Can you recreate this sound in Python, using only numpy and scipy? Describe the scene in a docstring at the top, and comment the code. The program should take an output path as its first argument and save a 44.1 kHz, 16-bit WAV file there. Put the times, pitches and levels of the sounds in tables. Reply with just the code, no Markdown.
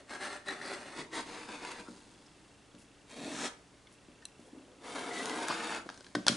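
"""A rotary cutter trims a quilt block along an acrylic ruler on a mat, in a small quiet room.
First the blade crunches up one side in short pushes, each breaking thread a tiny impulse, and rolls out.
A camera's focus motor ticks faintly in the pauses. The offcut is swept away with a rustle of friction,
the cutter ticks as it is turned, and a fingertip judders on the ruler. One long stroke runs along the top.
Last, the plastic cutter is put down with a clatter that excites the modes of handle and table."""
import sys
import numpy as np
from scipy import signal
from scipy.fft import rfft, irfft, next_fast_len
from scipy.io import wavfile

SR = 44100
rng = np.random.default_rng(int(sys.argv[2]) if len(sys.argv) > 2 else 0)


def store_pcm(level_fs):
    """Save levels as 16-bit WAV."""
    pcm = np.round(np.clip(level_fs, -1, 1) * 32767).astype(np.int16)
    wavfile.write(sys.argv[1], SR, np.atleast_2d(pcm).T)


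N = 280476
TIME = np.arange(N) / SR
LEFT_RIGHT = np.array([[1], [-1]])
ATTACK_S, RELEASE_S = 0.031, 0.011  # rise and decay of a rubbing contact

# Levels are relative, before the mix. Spectrum of the room's noise, and its hum: f/Hz, level/dB
AIR_SPECTRUM = [(13, -45), (22, -4), (64, -6.5), (90, -2), (122, -10), (147, -2), (289, -2), (461, -4),
                (525, -8.5), (568, -5), (614, -8), (2080, -13.5), (2310, -14.5), (8480, -20.5),
                (11000, -25.5), (14300, -107), (22000, -120)]
HUM_PARTIALS = [(60, -76), (119, -73.5), (286, -72.5)]
# pushes of the blade: t/s, duration/s, level/dB, mat rumble/dB re crunch, stretch of the ruler
BLADE_PUSHES = [(-0.04, 0.023, -51, 1.5, "near"), (0.081, 0.081, -44, -6.5, "near"),
                (0.191, 0.078, -39.5, -7.5, "near"), (0.265, 0.095, -44.5, -12.5, "near"),
                (0.454, 0.07, -41.5, -3.5, "near"), (0.525, 0.45, -50, -2.5, "near"),
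                (0.598, 0.15, -44, -4.5, "near"), (0.962, 0.043, -43, -1.5, "far"),
                (1.116, 0.083, -39.5, -5.5, "far"), (1.246, 0.16, -46.5, -3, "far"),
                (1.38, 0.26, -52, -6, "far"), (1.465, 0.086, -46.5, -3, "far"),
                (1.599, 0.13, -45.5, -6.5, "far"), (1.738, 0.065, -48, -2.5, "far"),
                (4.799, 0.11, -56, -0.5, "top"), (4.831, 0.15, -46.5, -6.5, "top"),
                (4.877, 0.12, -51, -3, "top"), (4.935, 0.22, -42.5, -2.5, "top"),
                (5.134, 0.31, -39.5, -3, "top"), (5.452, 0.079, -38, -17, "end"),
                (5.502, 0.27, -39, -6, "end")]
# thread bundles briefly change the load on the blade: t/s, gain/dB
THREAD_CATCHES = [(0.095, 5), (.223, -2), (0.329, 4), (0.46, 7), (0.487, 6.5), (0.716, 3.5), (0.83, 5),
                  (0.939, 4), (0.98, -3), (1.139, -3), (1.273, 1), (1.449, -1), (1.488, 4.5), (1.65, 6),
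                  (1.717, 6), (4.962, 1), (5.038, 0), (5.296, 7)]
# spectra of the cut on each stretch: f/Hz, level/dB
NEAR_SPECTRUM = [(50, -38), (110, -28), (200, -3), (350, 2.5), (900, 4), (1600, 5), (2050, 2), (2600, -4),
                 (4300, -8), (5500, -15.5), (9300, -16.5), (11000, -26)]
FAR_SPECTRUM = [(50, -13), (110, -16), (200, -4.5), (320, -1.5), (560, -2.5), (900, 6.5), (1900, -2.5),
                (2700, -3), (4500, -9), (5800, -17), (9300, -14), (11000, -24)]
TOP_SPECTRUM = [(50, -52), (110, -26), (190, -6.5), (280, -1), (560, -11.5), (900, -6), (1600, 1.5),
                (2400, -6), (3600, -10.5), (6000, -14), (9500, -18), (11000, -24)]
# resonances of cutter, ruler and table on each stretch: f/Hz, bandwidth/Hz, gain/dB
NEAR_PEAKS = [(377, 31, 4), (498, 50, -15.5), (583, 74, 9), (652, 36, -17), (740, 75, 5), (980, 110, -2.5),
              (2340, 160, -2.5), (3170, 340, -10), (3550, 150, 6.5), (3590, 150, -4.5), (3920, 220, -5.5),
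              (5000, 300, -4), (5770, 580, 2.5), (6900, 500, -4.5), (8300, 520, 2.5)]
FAR_PEAKS = [(273, 71, 1.5), (310, 42, 3.5), (380, 32.2, 3.5), (470, 19, 9), (830, 45, -10),
             (890, 140, 2.5), (1250, 120, -4), (1560, 110, 5), (2200, 360, 4), (3060, 300, -5.5),
             (5000, 1100, 3), (6520, 540, 6.5)]
TOP_PEAKS = [(263, 20, 2.5), (298, 32, 4), (321, 11, 2.5), (346, 42, -4), (460, 234, 12.5), (710, 78, 8.5),
             (900, 380, 10), (1030, 39, 0), (1350, 98, 2), (1486, 76, -8), (1870, 79, -6), (2050, 130, 2.5),
             (2820, 660, -2.5), (3150, 200, 5.5), (3580, 83, 3), (3870, 170, 4), (9700, 1400, 4)]
END_PEAKS = [(224, 92, 8), (325, 18, 16), (472, 32, 17), (665, 130, 10), (870, 190, 9.5), (1330, 110, 3.5),
             (1680, 87, -2), (1890, 150, -6.5), (3000, 360, 2), (4600, 130, 1), (6030, 380, -5),
             (6600, 250, 2)]
# the guard leans on the ruler: t/s, duration/s, first f/Hz, last f/Hz, level/dB re crunch
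GUARD_GLIDES = [(0.09, 0.28, 1560, 1797, -6), (0.39, .36, 1790, 1960, -7), (0.94, 0.25, 1970, 1847, -7.5),
                (1.73, 0.066, 1680, 1680, -11), (5.08, .13, 2020, 2000, -5), (5.47, 0.4, 1530, 1500, -13)]
# blade and guard scrape ruler or mat: t/s, duration/s, f/Hz, bandwidth/Hz, level/dB
EDGE_SCRAPES = [(0.392, .05, 1820, 200, -58), (0.493, 0.038, 3930, 200, -41.5),
                (0.496, 0.046, 1842, 170, -39), (0.524, 0.0081, 1855, 168, -39),
                (0.616, 0.0044, 1900, 120, -35), (0.659, 0.034, 4720, 450, -49.5),
                (1.879, 0.03, 1230, 450, -51), (2.266, 0.013, 5300, 600, -60.5),
                (3.874, 0.0088, 2150, 200, -59), (3.874, .008, 3450, 400, -59),
                (5.4868, 0.0039, 1370, 299, -29), (5.507, 0.016, 1186, 700, -31),
                (5.509, 0.034, 4750, 900, -43)]
# seams and thick threads give way: t/s, level/dB
SEAM_SNAPS = [(0.484, -26.5), (0.661, -32), (1.717, -29.5), (5.257, -21), (5.484, -18.5), (5.748, -29)]
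# the blade rolls on the bare mat: t/s, duration/s, level/dB
BARE_ROLLS = [(1.822, 0.71, -59.5), (5.845, 0.29, -61)]
# soft blows on the table: t/s, level/dB, damping by the hand/(dB/s)
TABLE_BLOWS = [(1.885, -37.5, 17), (2.066, -50, 60), (2.745, -45.5, 10), (4.085, -46.5, 110),
               (4.3936, -46, 100), (4.7603, -57, 60), (5.498, -36, 20), (6.151, -31, 10), (6.1671, -28, 8),
               (6.2972, -24.5, 8), (6.319, -33, 11)]
# the focus motor hunts: first t/s, last t/s, level/dB
MOTOR_RUNS = [(1.948, 3.03, -59.5), (3.917, 4.8, -60)]
# light contacts of blade and guard: t/s, level/dB, cutoff f/Hz
BLADE_TAPS = [(2.2634, -61, 9050), (4.2537, -25.5, 10900), (4.8546, -45, 8000)]
# blows on the handle: t/s, level/dB, cutoff f/Hz, clack/dB re shell, hollow/dB re shell, pitch ratio
HANDLE_BLOWS = [(2.75, -49, 8040, -2.5, -8, 1.05), (3.871, -51, 4500, -25, -15, 1),
                (4.223, -54, 3000, -25, 1, 1.07), (4.2263, -59, 3000, -15, 8, 1.12),
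                (5.4986, -40, 1600, 7, -3, 1), (5.502, -33, 1700, -4, -5, .9),
                (5.5102, -34, 2000, 5, -2, 1), (5.859, -64, 597, 24, -12, .8),
                (5.865, -66, 500, 27, -12, .8), (5.8904, -36.5, 4470, -6, 7.5, 1),
                (5.9, -36, 4400, 0, -7, 1.1), (5.9428, -43.5, 7600, -13, -17, 1),
                (5.9756, -42, 6600, -10, -12, 0.96), (6.007, -42, 6900, -8, -10, 0.93),
                (6.045, -43, 5930, -10, -12, 0.92), (6.066, -45, 5000, -15, -2, 1),
                (6.1506, -26.5, 5500, 3, 1, 0.94), (6.1535, -25, 6500, 0, 3.5, 1.13),
                (6.2664, -15.5, 7900, -6.5, -8.5, 1.02), (6.2769, -24.5, 3000, -8, 4.5, 1.02),
                (6.282, -6, 6800, -22, -12.5, 0.99), (6.29, -19.5, 7060, -10, -8, 0.88)]
# normal modes of the struck bodies: f/Hz, level/dB, T60/s
TABLETOP_MODES = [(141.5, -10.5, 0.37), (190, -4.5, 0.22), (238.4, 1, 0.25), (292, 5, 0.1),
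                  (319, -7.5, 0.12), (364, -4, 0.065), (468, -7.5, 0.2), (565, -11, 0.29), (704, -24, 0.18)]
CAMERA_MODES = [(1960, -11, 0.042), (2700, 10, 0.04), (3000, 2.5, 0.025), (3370, 6.5, 0.035)]
STEEL_MODES = [(1760, -13.5, 0.017), (2730, -11, 0.028), (4054, -5.5, 0.028), (5900, -8.5, 0.019),
               (7600, 3.5, 0.0024), (8060, 4, 0.0045), (10100, -0.5, 0.0038)]
SHELL_MODES = [(3150, 0.5, 0.005), (3190, -5.5, 0.02), (3457, -6.5, 0.021), (3900, 0.5, 0.0052),
               (4470, 5.5, 0.0049), (5250, -3.5, 0.015), (6120, 6, 0.0034), (8300, 2.5, 0.0027),
               (9050, 8.5, 0.0028)]
CAVITY_MODES = [(1407, -8.5, 0.034), (1574, -22, 0.097), (1612, 5.5, 0.023)]
SURFACE_MODES = [(295, -12, 0.031), (570, 0, 0.016), (800, 11.5, 0.0023), (1370, 9.5, 0.0023)]
# hand and cloth shift between strokes: t/s, duration/s, rub level/dB, hiss level/dB
HAND_MOVES = [(2.76, 0.072, -74, -63), (3.89, 0.044, -75, -59), (4.362, 0.12, -75, -71),
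              (4.442, 0.39, -62, -78)]
# the offcut is pulled: t/s, duration/s, initial level/dB, growth/(dB/s)
OFFCUT_PULLS = [(3.068, 0.409, -53, 39), (3.413, 0.044, -36, 41)]
# the strip flaps as it tugs free: t/s, flutter gain/dB
STRIP_FLAPS = [(3.15, -1), (3.171, 2), (3.218, 6.5), (3.238, 7), (3.261, 6), (3.285, 7), (3.306, 7),
               (3.434, 4.5), (3.449, 6.5)]
# spectra of the offcut sliding slowly, sliding fast and fluttering: f/Hz, level/dB
DRAG_SPECTRUM = [(400, -16), (900, 6), (1300, -1.5), (1900, 6), (2400, 7), (2850, 4), (3600, 1.5),
                 (4400, 0), (5100, -5), (5600, -5.5), (7500, -3), (11000, -8.5)]
SWISH_SPECTRUM = [(400, -32), (800, 4), (1100, -2), (1700, -1), (2600, -2), (4200, -3.5), (7000, -4.5),
                  (11000, -14.5)]
FLUTTER_SPECTRUM = [(59, -58), (100, -38), (126, -10.5), (274, 3), (352, 0.5), (528, -6.5), (699, -6.5),
                    (869, -13.5), (1200, -23), (1560, -49), (2640, -120)]
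# resonances of mat and table under the offcut: f/Hz, bandwidth/Hz, gain/dB
DRAG_PEAKS = [(1055, 84, 6), (1360, 200, 1), (2200, 200, -4), (3000, 130, -12), (3170, 130, 0),
              (3680, 200, 5), (4540, 200, 5), (5080, 220, -5), (5600, 290, 8), (7200, 250, 1)]
SWISH_PEAKS = [(1290, 110, 8), (1400, 81, -2), (1730, 140, 6), (2250, 220, 0.5), (3000, 160, -7),
               (3120, 110, 1), (3670, 160, 2), (4900, 570, -6), (5400, 250, 5.5), (6130, 260, 0),
               (7040, 180, 1), (7520, 260, -1), (8350, 400, 4)]
FLUTTER_PEAKS = [(278, 40, 1.5), (355, 22, -4), (390, 31, -2), (460, 40, 6.5), (520, 30, -6),
                 (592, 60, 6.5), (700, 70, 3)]
# a fingertip judders on the ruler: t/s, duration/s, f/Hz, level/dB
FINGER_SLIPS = [(4.535, 0.0093, 277, -44.5), (4.554, 0.014, 301, -51.5), (4.577, 0.023, 260, -52.5),
                (4.611, 0.0073, 283, -51), (4.645, 0.077, 283, -66)]
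# reverberation time of the room: f/Hz, T60/s
REVERB_TIMES = [(150, 0.29), (500, 0.42), (2000, 0.32), (5000, 0.27), (11000, 0.27)]


def from_db(db):
    """Amplitude ratio of a level in decibels."""
    return 10 ** (np.asarray(db) / 20)


def rms_one(x):
    """Normalisation to unit power."""
    return x / np.sqrt(np.mean(x ** 2) + 1e-20)


def peak_one(x):
    """Normalisation to unit peak."""
    return x / np.abs(x).max()


def at_hz(points, hz):
    """Interpolation on a logarithmic frequency axis."""
    f, value = np.transpose(points)
    return np.interp(np.log(np.maximum(hz, 1)), np.log(f), value)


def cut(x, hz, kind, order=2):
    """Butterworth filter."""
    sections = signal.butter(order, np.clip(hz, 10, .45 * SR), kind, fs=SR, output="sos")
    return signal.sosfilt(sections, x + 1e-18)


def add(track, s, sound):
    """Superposition of a sound on a track at time s."""
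    start = int(np.clip(round(s * SR), 0, N - 1))
    track[start:start + len(sound)] += sound[:N - start]


def envelope(start, length, attack_s=ATTACK_S, release_s=RELEASE_S):
    """Smooth onset, sustain and exponential decay."""
    since = TIME - start
    fading = np.clip((since - length) / release_s, 0, 30)
    return (.5 + .5 * np.tanh(2 * since / attack_s - 1)) * np.exp(-fading)


def drift(per_s):
    """Slow random fluctuation of unit power."""
    knots = rng.standard_normal(8000)
    return rms_one(np.interp(TIME * per_s, np.arange(len(knots)), knots))


def coloured(x, spectrum, resonances=()):
    """Source and filter: a broad spectrum with Lorentzian peaks and dips shapes x; unit power."""
    size = next_fast_len(N)
    hz = np.linspace(0, SR / 2, 12000)
    peaks_db = sum(lift / (1 + (2 * (hz - f) / width) ** 2) for f, width, lift in resonances)
    gain = np.interp(np.arange(size // 2 + 1) * SR / size, hz, from_db(at_hz(spectrum, hz) + peaks_db))
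    return rms_one(irfft(rfft(x, size) * gain, size)[..., :N])


def grains(per_s, spread_db, smooth_db):
    """Shot noise: random impulses of uneven size over smooth friction; unit power."""
    when, size, sign = rng.random((48000, 3))[:max(int(per_s * N / SR), 1)].T
    heights = from_db(spread_db * np.minimum(-np.log(1 - size), 4)) * np.sign(sign - .5)
    impulses = rms_one(np.bincount((when * N).astype(int), heights, N))
    return rms_one(impulses + from_db(smooth_db) * rng.standard_normal(N))


def travelling(x, echo_db=-13, shifts_per_s=7):
    """Comb filtering: treble echoes in ruler and mat wax and wane as the contact moves along."""
    lags = (np.geomspace(0.000902, .0065, 9) * SR).astype(int)
    treble = cut(x, 1800, "high")
    echoes = sum(drift(shifts_per_s) * np.roll(treble, lag) for lag in lags)
    return rms_one(x + from_db(echo_db) * echoes)


def strike(modes, vary_db, rattle_db, rattle_s, flip=-1, pitch=1):
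    """Impact response: damped modes convolved with a click and a brief rattle of the contact."""
    t = TIME[:SR // 2]
    ring = np.zeros(len(t))
    for k, (hz, db, t60) in enumerate(modes):
        decay = from_db(db + vary_db * rng.standard_normal() - 60 * t / t60)
        ring += flip ** k * decay * np.sin(2 * np.pi * pitch * hz * t)
    contact = from_db(rattle_db) * rng.standard_normal(len(t)) * np.exp(-t / rattle_s)
    contact[0] = 1
    return signal.fftconvolve(ring, contact)[:len(t)] / np.abs(ring).max()


def room_tone(air_db=-61.54, side_db=-11):
    """Stationary background: broadband hiss and rumble, with hum partials of wandering phase."""
    mid, side = coloured(rng.standard_normal((2, N)), AIR_SPECTRUM)
    side = from_db(side_db) * (side - 0.03 * cut(side, 300, "low", order=1))
    hum = sum(from_db(db) * np.sqrt(2) * np.sin(2 * np.pi * hz * TIME + 1.77 * drift(9.1))
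              for hz, db in HUM_PARTIALS)
    return from_db(air_db) * (mid + side * LEFT_RIGHT) + hum


def blade_contact(weave_db=0.72, hand_db=0.03, catch_s=0.0031):
    """Fracture noise: crushing and snapping, amplitude-modulated by the weave and the hand's pressure."""
    half_s = catch_s / 2
    caught_db = sum(db * envelope(s - half_s, catch_s, half_s, half_s) for s, db in THREAD_CATCHES)
    load = from_db(weave_db * drift(130) + hand_db * drift(40) + caught_db)
    crushing = travelling(grains(per_s=2600, spread_db=2.5, smooth_db=-4.5))
    snapping = travelling(grains(per_s=1800, spread_db=4.0, smooth_db=0.0))
    return load * crushing, load * snapping


def rolling_blade(stretch, contact, guard, spectrum, resonances, crackle_db, coast_s):
    """Forced vibration: the mat rumbles, the weave crunches, threads crackle; pushes add in power."""
    rumble_hz, crackle_hz = 450, 2800
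    body, threads = (coloured(source, spectrum, resonances) for source in contact)
    strength, ring = guard
    rumble = rms_one(cut(body, rumble_hz, "low", order=5))
    crunch = rms_one(cut(body, [rumble_hz, crackle_hz], "band", order=5))
    crunch = (crunch + strength * ring) / np.hypot(1, strength)
    crackle = rms_one(cut(threads, crackle_hz, "high", order=5))
    crunch_power, crackle_power, rumble_power = np.zeros((3, N))
    for s, length, db, rumble_db, where in BLADE_PUSHES:
        if where == stretch:
            crunch_power += (from_db(db) * envelope(s, length, release_s=coast_s)) ** 2
            crackle_power += (from_db(db + crackle_db) * envelope(s, length, release_s=0.026)) ** 2
            rumble_power += (from_db(db + rumble_db) * envelope(s, length, release_s=0.041)) ** 2
    return (np.sqrt(crunch_power) * crunch + np.sqrt(crackle_power) * crackle
            + np.sqrt(rumble_power) * rumble)


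def narrow_ring(hz, width_hz):
    """Narrowband noise of a friction-driven resonance, centred on hz at each sample; unit power."""
    in_phase, quadrature = cut(rng.standard_normal((2, len(hz))), width_hz / 2, "low")
    phase = 2 * np.pi * np.cumsum(hz) / SR
    return rms_one(in_phase * np.cos(phase) + quadrature * np.sin(phase))


def guard_ring():
    """Friction on the ruler drives the guard's resonance, which glides as the cutter tilts."""
    glide = [point for s, length, first, last, _ in GUARD_GLIDES
             for point in ((s, first), (s + length, last))]
    hz = np.interp(TIME, *np.transpose(glide))
    strength = sum(from_db(db) * envelope(s, length, attack_s=0.022, release_s=0.014)
                   for s, length, _, _, db in GUARD_GLIDES)
    return strength, narrow_ring(hz, width_hz=140)


def scrapes():
    """Sliding friction drives one resonance under a short Gaussian swell."""
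    out, t = np.zeros(N), TIME[:SR // 4] - 1 / 8
    for s, length, hz, width_hz, db in EDGE_SCRAPES:
        swell = np.exp(-(2 * t / length) ** 2)
        ring = cut(narrow_ring(np.full(len(t), hz), width_hz), hz / 2, "high") * swell
        add(out, s + t[0], from_db(db) * ring * np.linalg.norm(swell) / np.linalg.norm(ring))
    return out


def seam_snaps(decay_s=0.00086):
    """Sudden fracture of a thick thread or seam radiates a dry, bright noise burst."""
    out, t = np.zeros(N), TIME[:SR // 20]
    for s, db in SEAM_SNAPS:
        burst = rng.standard_normal(len(t)) * np.exp(-t / decay_s)
        add(out, s, from_db(db) * peak_one(cut(burst, [2800, 10000], "band", order=1)))
    return out


def run_outs(rumble_db=3, hiss_db=1.5, fade_db_per_s=23.5):
    """Rolling noise: on the bare mat the blade only rumbles and hisses, fading as it slows."""
    body = coloured(grains(per_s=910, spread_db=-1.0, smooth_db=-22), FAR_SPECTRUM, FAR_PEAKS)
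    rumble = from_db(rumble_db) * rms_one(cut(body, 450, "low", order=4))
    hiss = from_db(hiss_db) * rms_one(cut(body, 2800, "high", order=4))
    slowing = sum(from_db(db - fade_db_per_s * np.maximum(TIME - s, 0)) * envelope(s, length)
                  for s, length, db in BARE_ROLLS)
    return slowing * (body + rumble + hiss)


def table_thuds():
    """Soft impacts of hand and tool start the table's low modes in phase; they beat as they decay."""
    out = np.zeros(N)
    for s, db, damping_db_per_s in TABLE_BLOWS:
        ring = strike(TABLETOP_MODES, vary_db=0.7, rattle_db=-35.5, rattle_s=0.018, flip=1)
        damped = ring * from_db(-damping_db_per_s * TIME[:len(ring)])
        thud = cut(cut(damped, 700, "low"), 125, "high", order=4)
        add(out, s, from_db(db) * peak_one(thud))
    return out


def focus_motor(steps_per_s=30):
    """Periodic impacts: each tiny step of the lens excites the modes of the camera's body."""
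    out = np.zeros(N)
    for start, end, db in MOTOR_RUNS:
        for s in np.arange(start, end, 1 / steps_per_s):
            gain = from_db(db + rng.normal(0, 1))
            ring = strike(CAMERA_MODES, vary_db=3.5, rattle_db=-17, rattle_s=0.0025)
            add(out, s, gain * peak_one(ring))
    return out


def blade_ticks():
    """Free vibration of the steel blade after small, hard contacts."""
    out = np.zeros(N)
    for s, db, cutoff_hz in BLADE_TAPS:
        ring = strike(STEEL_MODES, vary_db=1.0, rattle_db=-21, rattle_s=.0012)
        add(out, s, from_db(db) * peak_one(cut(ring, cutoff_hz, "low")))
    return out


def handle_knocks(crack_db=-12, crack_s=0.003, clatter_db=-28, clatter_s=0.086):
    """A hard impact excites the handle's shell, its cavity and the surface, while loose parts clatter."""
    out, t = np.zeros(N), TIME[:SR // 2]
    decay = from_db(crack_db) * np.exp(-t / crack_s) + from_db(clatter_db) * np.exp(-t / clatter_s)
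    for s, db, cutoff_hz, clack_db, hollow_db, pitch in HANDLE_BLOWS:
        clatter = cut(rng.standard_normal(len(t)) * decay, 890, "high")
        shell = strike(SHELL_MODES, vary_db=1.5, rattle_db=-18, rattle_s=0.00086, pitch=pitch)
        shell = cut(peak_one(shell) + clatter, 360, "high")
        hollow = strike(CAVITY_MODES, vary_db=7.0, rattle_db=-21, rattle_s=0.0017, pitch=pitch)
        clack = cut(strike(SURFACE_MODES, vary_db=3, rattle_db=-17, rattle_s=0.0018), 170, "high")
        for part, part_db in ((shell, 0), (hollow, hollow_db), (clack, clack_db)):
            add(out, s, from_db(db + part_db) * peak_one(cut(part, cutoff_hz, "low")))
    return out


def hand_shifts(uneven_db=3.8):
    """Friction noise in two bands: the palm rubs dully on the ruler and the cloth hisses."""
    rub = rms_one(cut(grains(per_s=1200, spread_db=1.5, smooth_db=-3), [240, 620], "band"))
    hiss = rms_one(cut(grains(per_s=400, spread_db=2.5, smooth_db=-4), 4000, "high"))
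    moves = sum(envelope(s, length) * (from_db(rub_db) * rub + from_db(hiss_db) * hiss)
                for s, length, rub_db, hiss_db in HAND_MOVES)
    return from_db(uneven_db * drift(25)) * moves


def offcut(free_s=3.238, whisk_s=3.33, lift_off_s=3.458, flutter_db=-11.0):
    """Sliding friction changes colour with speed: the strip drags, flaps free, then swishes away."""
    pull_power = np.zeros(N)
    for s, length, db, growth in OFFCUT_PULLS:
        gain = from_db(db + growth * np.clip(TIME - s, 0, length))
        pull_power += (gain * envelope(s, length, attack_s=0.042, release_s=0.0089)) ** 2
    speed = .5 + .5 * np.tanh((TIME - whisk_s) / 0.044)
    drag = travelling(grains(per_s=2000, spread_db=3.5, smooth_db=-7.0))
    drag = coloured(drag, DRAG_SPECTRUM, DRAG_PEAKS)
    swish = coloured(grains(per_s=6400, spread_db=2.5, smooth_db=-9), SWISH_SPECTRUM, SWISH_PEAKS)
    flutter = grains(per_s=780, spread_db=7.0, smooth_db=4.0) * from_db(0.88 * drift(90))
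    flutter = coloured(flutter, FLUTTER_SPECTRUM, FLUTTER_PEAKS)
    freeing_db = 12.0 * np.exp(-((TIME - free_s) / 0.16) ** 2)
    flaps_db = sum(db * np.exp(-((TIME - s) / 0.0076) ** 2) for s, db in STRIP_FLAPS)
    lifted_db = -400 * np.maximum(TIME - lift_off_s, 0)  # off the mat, the flutter stops
    flutter *= from_db(flutter_db + freeing_db + flaps_db + lifted_db)
    return np.sqrt(pull_power) * (np.sqrt(1 - speed) * drag + np.sqrt(speed) * swish + flutter)


def finger_judders():
    """Stick-slip oscillation of skin on acrylic: a few cycles of a low, nearly pure groan."""
    out = np.zeros(N)
    for s, length, hz, db in FINGER_SLIPS:
        swell = np.exp(-(2 * (TIME - s) / length) ** 2)
        out += from_db(db) * np.sqrt(2) * swell * np.sin(2 * np.pi * hz * (TIME - s))
    return out


def room_response(side_db=-2.0, build_s=0.001, coherent_below_hz=780):
    """A diffuse field decays band by band; long waves arrive alike at left and right."""
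    t = TIME[:SR // 2]
    edges = np.geomspace(90, 14000, 8)
    field = np.zeros((2, len(t)))
    for low, high in zip(edges, edges[1:]):
        t60 = at_hz(REVERB_TIMES, np.sqrt(low * high))
        field += cut(rng.standard_normal(field.shape), [low, high], "band") * from_db(-60 * t / t60)
    mid, side = field
    side = from_db(side_db) * cut(side, coherent_below_hz, "high")
    return rms_one((mid + side * LEFT_RIGHT) * (1 - np.exp(-t / build_s))) / np.sqrt(len(t))


def reverberation(x, room):
    """Convolution with the room's stereo impulse response."""
    return signal.fftconvolve(x[None], room, axes=1)[:, :N]


def placed(x, room, wet_db, pan_db):
    """A source at rest: direct sound plus the reverberant field."""
    return x * from_db(LEFT_RIGHT * pan_db / 2) + from_db(wet_db) * reverberation(x, room)


def moving(x, rooms, wet_db, pan_db):
    """A moving source: its patterns of reflections blend at random with constant total power."""
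    shares = np.array([drift(per_s=3) for _ in rooms])
    shares /= np.linalg.norm(shares, axis=0)
    wet = sum(reverberation(share * x, room) for share, room in zip(shares, rooms))
    return x * from_db(LEFT_RIGHT * pan_db / 2) + from_db(wet_db) * wet


def scene():
    """Superposition of the sources on the table, their reflections and the background."""
    room, guard, contact = room_response(), guard_ring(), blade_contact()
    rooms = [room, room_response(), room_response()]
    cutting = (
        rolling_blade("near", contact, guard, NEAR_SPECTRUM, NEAR_PEAKS, crackle_db=-4.0, coast_s=0.031)
        + rolling_blade("far", contact, guard, FAR_SPECTRUM, FAR_PEAKS, crackle_db=-3.5, coast_s=0.024)
        + rolling_blade("top", contact, guard, TOP_SPECTRUM, TOP_PEAKS, crackle_db=-4.5, coast_s=0.015)
        + rolling_blade("end", contact, guard, TOP_SPECTRUM, END_PEAKS, crackle_db=-5.0, coast_s=0.025)
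        + run_outs() + hand_shifts() + scrapes() + seam_snaps())
    return (from_db(-1.97) * moving(cutting, rooms, wet_db=-9.0, pan_db=1.3)
            + from_db(-2.06) * moving(offcut(), rooms, wet_db=-9.0, pan_db=0.8)
            + placed(blade_ticks(), room, wet_db=-17, pan_db=2.0)
            + placed(handle_knocks(), room, wet_db=-12.5, pan_db=1.7)
            + placed(table_thuds() + finger_judders(), room, wet_db=-5.0, pan_db=0.7)
            + focus_motor() + room_tone())


def record(dry):
    """Band limiting: a steep low-pass lets only a faint trace of the highest treble through."""
    cutoff_hz, leak_top_hz, leak_db = 10980, 14800, -36.5
    passed = signal.sosfilt(signal.ellip(10, .2, 70, cutoff_hz, fs=SR, output="sos"), dry)
    leak = from_db(leak_db) * cut(dry, cutoff_hz, "high", order=4)
    return signal.sosfilt(signal.ellip(8, .1, 70, leak_top_hz, fs=SR, output="sos"), passed + leak)


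dry = scene()
out = record(dry)
store_pcm(out)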